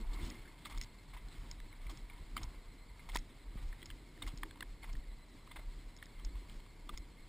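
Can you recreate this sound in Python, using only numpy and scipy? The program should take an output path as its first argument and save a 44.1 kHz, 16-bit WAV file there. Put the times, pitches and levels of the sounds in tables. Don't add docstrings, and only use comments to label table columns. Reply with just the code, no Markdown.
import sys
import numpy as np
from scipy import signal
from scipy.fft import rfft, irfft, next_fast_len
from scipy.io import wavfile
from scipy.ndimage import uniform_filter1d

SR = 44100
rng = np.random.default_rng(int(sys.argv[2]) if len(sys.argv) > 2 else 0)


def materialize(psi):
    bounded = np.clip(np.atleast_2d(psi).T, -1, 1)
    quanta = np.round(bounded * 32767).astype(np.int16)
    wavfile.write(sys.argv[1], SR, quanta)


def convert_level_to_amplitude(level_db):
    exponent = np.asarray(level_db, float) / 20
    return 10 ** exponent


N = 321048


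def level(x, rms_db):
    return x * convert_level_to_amplitude(rms_db) / np.sqrt(np.mean(x ** 2))


def ring(x, hz, width_hz):
    return signal.lfilter(*signal.iirpeak(hz, hz / width_hz, fs=SR), x)


def band(x, low_hz, high_hz):
    return signal.sosfilt(signal.butter(3, [low_hz, high_hz], "bandpass", fs=SR, output="sos"), x)


def coloured_noise(spectrum):
    hz, db = np.transpose(spectrum)
    size = next_fast_len(N)
    log_hz = np.log(np.arange(1, size // 2 + 2) * SR / size)
    gain = convert_level_to_amplitude(np.interp(log_hz, np.log(hz), db))
    return irfft(rfft(rng.standard_normal(N), size) * gain, size)[:N]


def walk(rate_hz):
    hold = int(SR / rate_hz)
    draws = rng.standard_normal(N // 100 + 1)[:N // hold + 1]
    steps = np.repeat(draws, hold)
    return 1.3 * uniform_filter1d(uniform_filter1d(steps, hold), hold)[:N]


def swells(s, peak_db, rise_ms, fall_ms, rest_db):
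    t = np.arange(0, N / SR, 1 / 500)
    since_ms = (t[:, None] - s) * 1e3
    drop_db = 10 * np.where(since_ms < 0, -since_ms / rise_ms, since_ms / fall_ms)
    power = (convert_level_to_amplitude(peak_db - drop_db) ** 2).sum(axis=1) + convert_level_to_amplitude(rest_db) ** 2
    return np.interp(np.arange(N) / SR, t, 10 * np.log10(power))


# (frequency [Hz], width [Hz], level [dB])
PANELS = [
    (722, 110, -13.5),
    (956, 88, -2.5),
    (1130, 144, -7),
    (2120, 65, 0.5),
    (2233, 83, -4),
    (3443, 380, 2.5),
    (4250, 550, 5.5),
    (5480, 720, 6),
]


def shell(x, flat_db, patchy_db):
    out = convert_level_to_amplitude(flat_db) * x
    for k, (hz, width_hz, db) in enumerate(PANELS):
        other_grains = np.roll(x, 9973 * k)
        out = out + convert_level_to_amplitude(db + patchy_db * walk(70)) * ring(other_grains, hz, width_hz)
    return out


def blows(table, low_hz, high_hz, wobble_rad, rise_ms, leak, trim_db):
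    size = 2048
    out, t_ms = np.zeros(N + size), np.arange(size) / SR * 1e3
    for s, db, hz, ms, noisy in table:
        grit = rng.standard_normal(size)
        shape = (1 - np.exp(-t_ms / rise_ms)) * np.exp(-1.5 * t_ms / ms - (t_ms / ms) ** 4 / 4)
        phase = 2 * np.pi * hz * t_ms / 1e3 + wobble_rad * np.cumsum(grit[::-1])
        tone = shape * np.sin(phase)
        rattle = shape * grit * leak
        for panel_hz, width_hz, _ in PANELS:
            rattle = rattle + ring(shape * grit, panel_hz, 2 * width_hz)
        rattle = band(rattle, low_hz, high_hz)
        noisy = np.clip(noisy, 0, 1)
        blow = (1 - noisy) * tone / abs(tone).max() + noisy * rattle / abs(rattle).max()
        start = int(s * SR)
        out[start:start + size] += convert_level_to_amplitude(db + trim_db) * blow / abs(blow).max()
    return out[:N]


# (frequency [Hz], level [dB per Hz])
HARBOUR_SPECTRUM = [(29, -32), (50, -2.5), (91, -8.5), (306, -16), (566, -21), (810, -26), (949, -25.5),
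                    (1410, -31), (1900, -29), (2100, -25), (2670, -35), (4140, -35), (5800, -43),
                    (7540, -74), (12800, -120)]


def harbour():
    return level(coloured_noise(HARBOUR_SPECTRUM), -63.5)


# (frequency [Hz], level [dB per Hz])
CIRCUIT_SPECTRUM = [(35, -40), (60, -12), (113, 4), (193, 4), (907, -17), (2230, -16.5), (4790, -15),
                    (5800, -12), (7540, -47), (12800, -120)]


def circuit_hiss():
    hiss = level(coloured_noise(CIRCUIT_SPECTRUM), -75.3)
    return hiss * np.array([[1], [-1]])


# (time [s], frequency [Hz])
LOAD_PITCH = [(.3, 4300), (1.0, 4230), (1.25, 4044), (1.7, 4000), (2.1, 4100), (2.5, 4240), (2.65, 4060),
              (2.9, 4220), (3.05, 4260), (3.25, 4025), (3.9, 4010), (4.3, 4130), (4.9, 4227), (5.4, 3977),
              (5.9, 4110), (6.5, 4203), (7.05, 4230), (7.25, 4010)]


def whine():
    whine_db, half_pitch_db, light_db, light_hz, sag_hz = -75.2, -1.5, -4.5, 4600, 259.2
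    t = np.arange(N) / SR
    frames = (t + .0225) * 29.97
    which, part = frames.astype(int), frames % 1
    pitch, bend, size = rng.standard_normal((which[-1] + 1, 3))[which].T
    is_light = which % 3 == 2
    heavy_hz = np.interp(t, *np.transpose(LOAD_PITCH)) + 70 * pitch + 190 * bend * (part - .4)
    heavy_hz = heavy_hz + 90 - 250 * np.exp(-part / .06) - sag_hz * (part / .8) ** 2
    to_light = is_light * np.clip((part - .12) / .15, 0, 1)
    hz = heavy_hz + to_light * (light_hz + 50 * pitch - heavy_hz) + 90 * walk(200)
    gate = np.clip(5 * np.sin(np.pi * np.clip(part / .86, 0, 1)), .12, 1)
    gate = gate * convert_level_to_amplitude(2.5 * np.clip(size, -3, 1) + light_db * is_light)
    half_phase = np.pi * np.cumsum(hz) / SR
    full = level(gate * np.sin(2 * half_phase), whine_db)
    return full + level(gate * np.sin(half_phase), whine_db + half_pitch_db)


# (time [s], body level [dB], hollow level [dB], time per 10 dB [ms])
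CLOTH_RUBS = [(.005, -57, -55, 47), (.24, -49, -50, 121), (.77, -56, -61, 140), (1.43, -55, -63.5, 220),
              (1.95, -54.5, -61.5, 100), (2.21, -63, -76, 110), (2.4, -51.5, -59.5, 98),
              (2.55, -58.5, -59, 72), (3.155, -47.5, -52.5, 48), (3.55, -75, -66, 60),
              (3.66, -56.5, -67, 100), (3.9, -60, -62, 105), (4.25, -54, -55.5, 73), (4.34, -64, -57, 60),
              (4.45, -61, -58.5, 80), (4.6, -67, -63.5, 150), (4.7, -59, -67, 90), (4.93, -59.5, -66, 170),
              (5.35, -61, -64, 79), (5.6, -61.5, -64, 200), (5.76, -57, -74, 112), (6.24, -65, -65, 100),
              (6.37, -60, -60.5, 70), (6.54, -59, -68, 90), (6.95, -67, -61.5, 300), (7.2, -64, -72, 40)]


def rumble():
    s, body_db, hollow_db, rise_ms = np.transpose(CLOTH_RUBS)
    fall_ms = 0.92 * rise_ms
    body_db = swells(s, body_db, rise_ms, fall_ms, rest_db=-63.5)
    hollow_db = swells(s, hollow_db, rise_ms, fall_ms, rest_db=-69)
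    body = coloured_noise([(42, -22), (60, -5.5), (100, -2.5), (170, -9.0), (260, -27.5)])
    hollow = coloured_noise([(120, -19), (200, -2), (310, 1.5), (400, -8.0), (520, -16.5), (800, -29.0)])
    out = convert_level_to_amplitude(body_db + 1.75 * walk(25)) * level(body, -1.65)
    return out + convert_level_to_amplitude(hollow_db + 2.9 * walk(30)) * level(hollow, -1.66)


# (time [s], peak [dB], rise per 10 dB [ms], fall per 10 dB [ms])
CASE_LURCHES = [(0.035, -38.5, 25, 45), (0.104, -33, 55, 30), (0.174, -35.5, 34, 23), (0.245, -40, 46, 54),
                (0.405, -49.5, 21, 45), (0.784, -36.5, 41, 37), (1.096, -48.5, 27, 28),
                (1.155, -45, 20, 23), (1.255, -43.5, 51, 47), (1.393, -42.5, 23, 51), (1.5, -47, 50, 50),
                (1.636, -45.6, 84, 30), (1.888, -40.5, 89, 42), (2.033, -42.5, 26, 34),
                (2.147, -48, 28, 21), (2.231, -44, 23, 23), (2.341, -43, 51, 38), (2.436, -40, 23, 23),
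                (2.478, -40.5, 20, 20), (2.588, -45.5, 31, 19), (2.686, -47, 21, 20), (2.81, -53, 26, 28),
                (2.917, -47, 19, 20), (3.139, -39.5, 45, 26), (3.193, -38, 41, 27), (3.484, -43.5, 26, 38),
                (3.572, -40, 27, 39), (3.672, -33.5, 38, 43), (3.939, -44.8, 33, 23), (4.27, -38, 21, 52),
                (4.382, -42.8, 22, 30), (4.44, -43.1, 34, 20), (4.707, -42.5, 45, 42), (4.923, -39, 57, 33),
                (4.981, -35.5, 32, 25), (5.096, -41, 29, 64), (5.585, -43.6, 30, 34),
                (5.683, -38.5, 33, 31.5), (5.777, -40, 20, 17), (5.877, -43.5, 39, 20),
                (6.186, -44.5, 27, 32), (6.266, -35.5, 26, 30), (6.358, -38, 22, 47), (6.507, -45, 22, 20),
                (6.571, -42, 19, 29), (6.866, -46.9, 74, 24), (6.942, -39, 17.5, 21),
                (7.002, -41.6, 18, 18), (7.06, -50.1, 20, 20), (7.21, -50.1, 18, 48)]


def sway():
    push = np.pad(rng.standard_normal(N), (SR // 2, 0), "wrap")
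    rock = ring(ring(band(push, 20., 44.), 35.5, 24.), 35., 34.)[-N:]
    swell = abs(signal.hilbert(rock, next_fast_len(N))[:N])
    swell = uniform_filter1d(swell, SR // 40)
    even = level(rock / (swell + 0.2 * swell.mean()), -0.17)
    return convert_level_to_amplitude(swells(*np.transpose(CASE_LURCHES), rest_db=-58)) * even


# (time [s], peak [dB], swing [Hz], decay [ms])
HEEL_THUMPS = [(.215, -51, 310, 11), (0.223, -41.5, 63.5, 18), (1.862, -49, 85, 8.1), (2.208, -46, 76, 8),
               (2.406, -47, 76, 11), (3.157, -38.5, 298, 3), (3.556, -38, 164.3, 2.8),
               (3.883, -47, 80.5, 7.4), (4.338, -37.5, 132, 3), (4.892, -47, 75, 13), (6.94, -57, 75, 11),
               (.705, -54, 95, 14), (2.358, -51, 95, 12), (2.442, -47, 95, 12), (3.625, -51, 95, 12),
               (4.232, -52, 100, 12), (4.94, -51, 120, 12)]


def thumps():
    out, t = np.zeros(N), np.arange(N) / SR
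    for s, db, hz, ms in HEEL_THUMPS:
        since = np.clip(t - s, 0, None)
        out += convert_level_to_amplitude(db + 5.0) * np.sin(2 * np.pi * hz * since) * np.exp(-since * 1e3 / ms)
    return out


# (time [s], peak [dB], length [ms])
LID_CATCH = [(0.3013, -37.5, 3.9), (.7815, -40, 3), (0.8134, -31, 2.7), (.8254, -41, 7.4),
             (.835, -42.5, 6.8), (1.513, -33, 3.5), (1.9732, -42.5, 4.9), (2.432, -34.5, 4.5),
             (2.439, -41.5, 3.9), (3.148, -31, 2.9), (3.1538, -38, 3.8), (3.1868, -41, 6.1),
             (3.8575, -40, 4.3), (4.375, -41.5, 3.5), (4.9296, -45, 5.8), (5.9652, -45, 2.6),
             (6.057, -46, 2.7), (6.2482, -38, 5.3), (6.975, -33.5, 2.2), (6.9818, -43.5, 3.5)]
# (time [s], peak [dB], ring [Hz], length [ms])
BUCKLE_TICKS = [(0.132, -45, 3450, 2.4), (.652, -44.5, 3730, 3), (.657, -41, 3580, 3.7),
                (0.7755, -40, 3660, 2.7), (0.8205, -45, 3400, 3.1), (1.6018, -45, 3490, 2.4),
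                (2.3758, -38, 3190, 7.9), (3.1183, -48, 3560, 4), (3.1612, -23.5, 3370, 2.2),
                (3.1703, -27.5, 3500, 1.5), (3.8182, -47, 3320, 3.5), (3.828, -43.5, 3320, 4.6),
                (3.9024, -43, 3100, 3.9), (3.91, -47, 3170, 3.7), (4.2215, -42, 3615, 8.9),
                (4.4328, -46, 3300, 3), (4.5095, -47, 3470, 3.5), (4.6067, -33.5, 3600, 2.6),
                (4.6255, -48, 3410, 2.7), (4.9674, -52, 3470, 2.3), (5.5166, -45, 3560, 3.96),
                (6.0265, -47, 3400, 1.9), (6.4972, -45, 3360, 2.5), (6.6017, -52, 2990, 2.6),
                (6.892, -39.5, 3530, 4.4)]
# (time [s], peak [dB])
HINGE_PIN = [
    (.0116, -49.5),
    (0.8444, -46),
    (1.285, -49),
    (2.365, -43),
    (3.191, -51),
    (3.863, -49),
    (4.384, -49),
    (4.9345, -50),
    (5.4705, -54),
]


def ticks():
    catch = [(s, db, 5356, ms, 0.37) for s, db, ms in LID_CATCH]
    buckle = [(s, db, hz, ms, 1.49 / ms) for s, db, hz, ms in BUCKLE_TICKS]
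    pin = [(s, db, 4050, 4.4, 0.7) for s, db in HINGE_PIN]
    return blows(sorted(catch + buckle + pin), low_hz=1270.0, high_hz=8000.0,
                 wobble_rad=0.15, rise_ms=0.13, leak=0.59, trim_db=0.4)


# (time [s], peak [dB], ring [Hz],
# length [ms])
BROAD_KNOCKS = [(.656, -41.5, 1235, 11), (1.894, -46.5, 1100, 4), (2.3665, -35, 2220, 4.2),
                (2.367, -32.5, 1226, 4.4), (2.544, -53, 987, 4.9), (3.1563, -32, 956, 7.5),
                (3.625, -49, 953, 3.7), (4.22, -42, 1170, 6.6), (4.274, -45.5, 1130, 6.5),
                (4.557, -54, 960, 8.7), (4.572, -52, 990, 6.3), (4.833, -50, 907, 3.4),
                (4.842, -45, 940, 5.3), (5.473, -51, 1030, 8.1), (6.354, -51.5, 1000, 5.6),
                (6.663, -52, 1174, 5), (6.893, -39.5, 1200, 8.7)]
# (time [s], peak [dB], ring [Hz], length [ms])
SIDE_KNOCKS = [(.667, -45, 2130, 4.2), (.813, -44, 2020, 11), (1.513, -49.5, 2145, 4),
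               (1.602, -50, 1840, 2.4), (1.727, -50, 2140, 7.3), (1.737, -57, 1860, 3.6),
               (1.867, -46.5, 2240, 5.8), (2.098, -47.5, 2280, 5.4), (2.993, -50.5, 2120, 5.5),
               (3.17, -38, 2580, 3.2), (3.727, -47, 1810, 6.1), (3.828, -45, 1920, 4.1),
               (3.902, -44.5, 1670, 3.2), (3.91, -52, 2090, 4.5), (4.176, -51.5, 1790, 4),
               (4.264, -56, 2100, 4.1), (4.4323, -30.5, 1780, 3), (4.509, -49, 1640, 4),
               (4.607, -39, 1950, 4.2), (4.624, -44, 1610, 4.4), (4.6255, -35.5, 1760, 3.8),
               (4.952, -46.5, 1860, 5.1), (5.515, -52, 2020, 2.8), (6.026, -38.5, 1840, 4.2),
               (6.976, -51, 2110, 5.1)]


def knocks():
    broad = [(s, db, hz, ms, 0.44 - 0.02 * (db + 45)) for s, db, hz, ms in BROAD_KNOCKS]
    side = [(s, db, hz, ms, 0.41) for s, db, hz, ms in SIDE_KNOCKS]
    return blows(sorted(broad + side), low_hz=1000.0, high_hz=3130.0,
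                 wobble_rad=0.05, rise_ms=0.66, leak=0.84, trim_db=0.11)


# (time [s], peak [dB], ring [Hz], length [ms])
CRUST_SLABS = [(.146, -53, 1000, 9), (.17, -52, 1090, 9), (.185, -54, 900, 7), (.225, -58, 3500, 20),
               (.265, -58, 3100, 22), (.352, -54, 2110, 18), (.453, -57, 1600, 14), (.475, -57, 1700, 12),
               (.654, -47, 2110, 7), (.672, -54, 2110, 8), (2.413, -56, 800, 7), (2.418, -56, 2200, 6),
               (2.439, -53, 920, 7), (3.0, -54, 2130, 10), (3.093, -51, 2150, 7), (3.147, -49, 4000, 3),
               (3.1585, -38, 2030, 3), (3.161, -40, 1270, 4), (4.2245, -45, 2900, 5),
               (4.2235, -49, 4200, 5), (4.274, -53, 2800, 9), (4.287, -52, 3200, 8), (4.4325, -43, 1120, 4),
               (4.452, -50, 325, 32), (4.607, -47, 2800, 4), (4.626, -52, 3320, 4), (4.841, -52, 1300, 6),
               (5.559, -55, 1580, 16), (5.565, -53, 800, 8), (5.59, -54, 620, 8), (6.891, -51, 2750, 5)]


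def slabs():
    return blows([(*row, .15) for row in CRUST_SLABS], low_hz=700.0, high_hz=5000.0,
                 wobble_rad=0.08, rise_ms=1.2, leak=.4, trim_db=0.1)


# (time [s], peak [dB],
# ring [Hz], length [ms])
CRUST_LUMPS = [(.186, -51, 2150, 9), (.197, -52, 2150, 9), (.244, -52, 2100, 6), (.308, -50, 2100, 11),
               (.698, -51, 1004, 9), (.709, -51, 2130, 12), (.712, -52, 1100, 9), (.722, -50, 1190, 9),
               (.724, -51, 2200, 6), (.745, -53, 1150, 8), (.775, -49, 1100, 3), (1.134, -51, 950, 5),
               (1.165, -51, 960, 10), (1.9, -48.5, 1010, 7), (1.9, -52, 3450, 6), (2.367, -40.5, 4600, 5),
               (2.367, -47, 3170, 4), (2.373, -46, 1300, 2.7), (2.377, -45, 1200, 6), (2.378, -45, 2130, 6),
               (2.417, -53, 1000, 10), (2.431, -52, 1250, 4), (3.089, -45, 1047, 3),
               (3.148, -42, 1400, 2.5), (3.1567, -32, 1750, 4), (3.163, -40, 2000, 3.5),
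               (3.172, -43, 1990, 3), (4.2235, -37, 3620, 4.5), (4.234, -48, 2150, 5),
               (4.242, -52, 2150, 4), (4.265, -47, 2090, 8), (4.281, -52, 3170, 5), (4.4335, -45, 900, 4.5),
               (4.437, -50, 1700, 5), (4.628, -46, 1000, 7.2), (4.833, -52, 2140, 5), (4.842, -49, 2050, 8),
               (4.874, -54, 1050, 6), (4.889, -53, 1150, 5), (4.896, -53, 2250, 7), (4.9, -54, 1050, 6),
               (5.561, -50, 2100, 12), (5.568, -52, 3550, 6), (5.974, -49, 5300, 2.5),
               (5.987, -54.5, 3400, 2.5), (6.066, -55, 1850, 3), (6.197, -53, 3250, 3),
               (6.891, -46, 1000, 3), (6.939, -54.5, 3500, 5), (6.939, -52, 1010, 4)]


def lumps():
    return blows([(*row, 0.3) for row in CRUST_LUMPS], low_hz=740.0, high_hz=5400.0,
                 wobble_rad=0.11, rise_ms=0.51, leak=.5, trim_db=0.089)


# (time [s], level [dB], time per 10 dB [ms])
BOOT_TREADS = [(.22, -55.5, 292), (.75, -60, 130), (1.33, -62, 202), (1.85, -63.5, 173), (2.13, -61.5, 100),
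               (2.5, -65.5, 252), (3.03, -66.5, 220), (3.77, -66, 150), (4.3, -62.5, 80),
               (5.58, -64.5, 120), (6.18, -65, 150), (6.48, -65, 150)]
# (time [s], peak [dB], length [ms], brightness [dB])
BOOT_SCUFFS = [(0.132, -49, 29, 11), (0.221, -52, 20, 9), (0.248, -49, 70, 12), (0.651, -37, 32, 0),
               (0.697, -41, 45, 3), (0.744, -39, 14, -4), (1.136, -38.5, 29, -8), (1.166, -40, 32, -4),
               (1.894, -39, 37, 3.5), (2.099, -48, 73, -9), (2.375, -38, 26, -13), (2.414, -38, 32, -8),
               (3.089, -32, 19, -4), (3.133, -38, 27, -5), (3.573, -43.5, 55, -15), (3.624, -48.5, 28, 2),
               (4.221, -34, 23, -5), (4.232, -48, 20, -7), (4.263, -40.5, 29, -3), (4.275, -37, 20, 6.5),
               (4.828, -38, 36, -4), (4.871, -44, 22, -9), (4.892, -41.5, 18, -10), (5.511, -37, 17, -4),
               (5.559, -32.5, 24, -14), (5.589, -39.5, 22, -8), (6.889, -45, 24, 4), (6.934, -40, 17, -6)]


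def crunch():
    rest_db = -68
    s, db, slope_ms = np.transpose(BOOT_TREADS)
    tread_db = swells(s, db, slope_ms, slope_ms, rest_db)
    fizz_db = -71 + 0.49 * (tread_db - rest_db)

    chance = rng.random((3, N))
    struck = chance[0] < 2200 / SR
    grains = struck * np.sign(chance[1] - .5) * (1 - chance[2]) ** -.22
    heard = shell(grains * convert_level_to_amplitude(1.5 * walk(150)), flat_db=-16., patchy_db=3.0)

    low_power, high_power = convert_level_to_amplitude(tread_db - 2.45) ** 2, convert_level_to_amplitude(fizz_db - 3.0) ** 2
    t = np.arange(N) / SR
    for s, db, ms, bright_db in BOOT_SCUFFS:
        since_ms = np.clip(t - s, 0, None) * 1e3
        burst = (1 - np.exp(-since_ms / 0.93)) * np.exp(-since_ms / ms - (since_ms / ms) ** 4)
        low_power = low_power + (convert_level_to_amplitude(db - 16) * burst) ** 2
        high_power = high_power + (convert_level_to_amplitude(db - 18.0 + bright_db) * burst) ** 2
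    low = np.sqrt(low_power) * level(band(heard, 600.0, 2227.0), 0)
    return low + np.sqrt(high_power) * level(band(heard, 3080.0, 6500.0), 0)


def scene():
    background = harbour() + whine()
    mount = rumble() + sway() + thumps()
    hits = ticks() + knocks()
    snow = slabs() + lumps() + crunch()
    return np.tile(background + mount + hits + snow, (2, 1))


def sample_and_hold(x):
    guarded = signal.sosfiltfilt(signal.butter(6, 5700., fs=SR, output="sos"), x)
    slow = signal.resample_poly(guarded, 40, 147, axis=1, window=("kaiser", 5.))
    held = np.repeat(slow, 4, axis=1)
    return signal.resample_poly(held, 147, 160, axis=1)


# (frequency [Hz], level [dB per bin])
TREBLE_FLOOR = [
    (10500, -125),
    (12300, -113),
    (13500, -104),
    (14000, -109),
    (14600, -103.5),
    (15200, -103),
    (15310, -86),
    (16400, -76),
]


def thin_treble(x):
    mid_side = np.array([x[0] + x[1], x[0] - x[1]]) / 2
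    hz, _, cells = signal.stft(mid_side, SR, nperseg=1024)
    floor_hz, floor_db = np.transpose(TREBLE_FLOOR)
    floor = convert_level_to_amplitude(np.interp(hz, floor_hz, floor_db))[:, None]
    cells[0] *= uniform_filter1d(abs(cells[0]) ** 2, size=5, axis=0) > floor ** 2
    power = uniform_filter1d(abs(cells) ** 2, size=8, axis=1)[:, ::8]
    both, apart = power.repeat(repeats=8, axis=1)[:, :len(hz)]
    cells[1] *= (apart > both * convert_level_to_amplitude(-27) ** 2) & (apart > convert_level_to_amplitude(-119) ** 2)
    mid, side = signal.istft(cells, SR, nperseg=1024)[1][:, :N]
    low_pass = signal.butter(16, 15450., fs=SR, output="sos")
    return signal.sosfilt(low_pass, np.array([mid + side, mid - side]))


def top_cut(x):
    return signal.sosfilt(signal.butter(12, 16450, fs=SR, output="sos"), x)


def record(dry):
    mix = thin_treble(sample_and_hold(dry + circuit_hiss()))
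    return top_cut(mix)


dry = scene()
out = record(dry)
materialize(out)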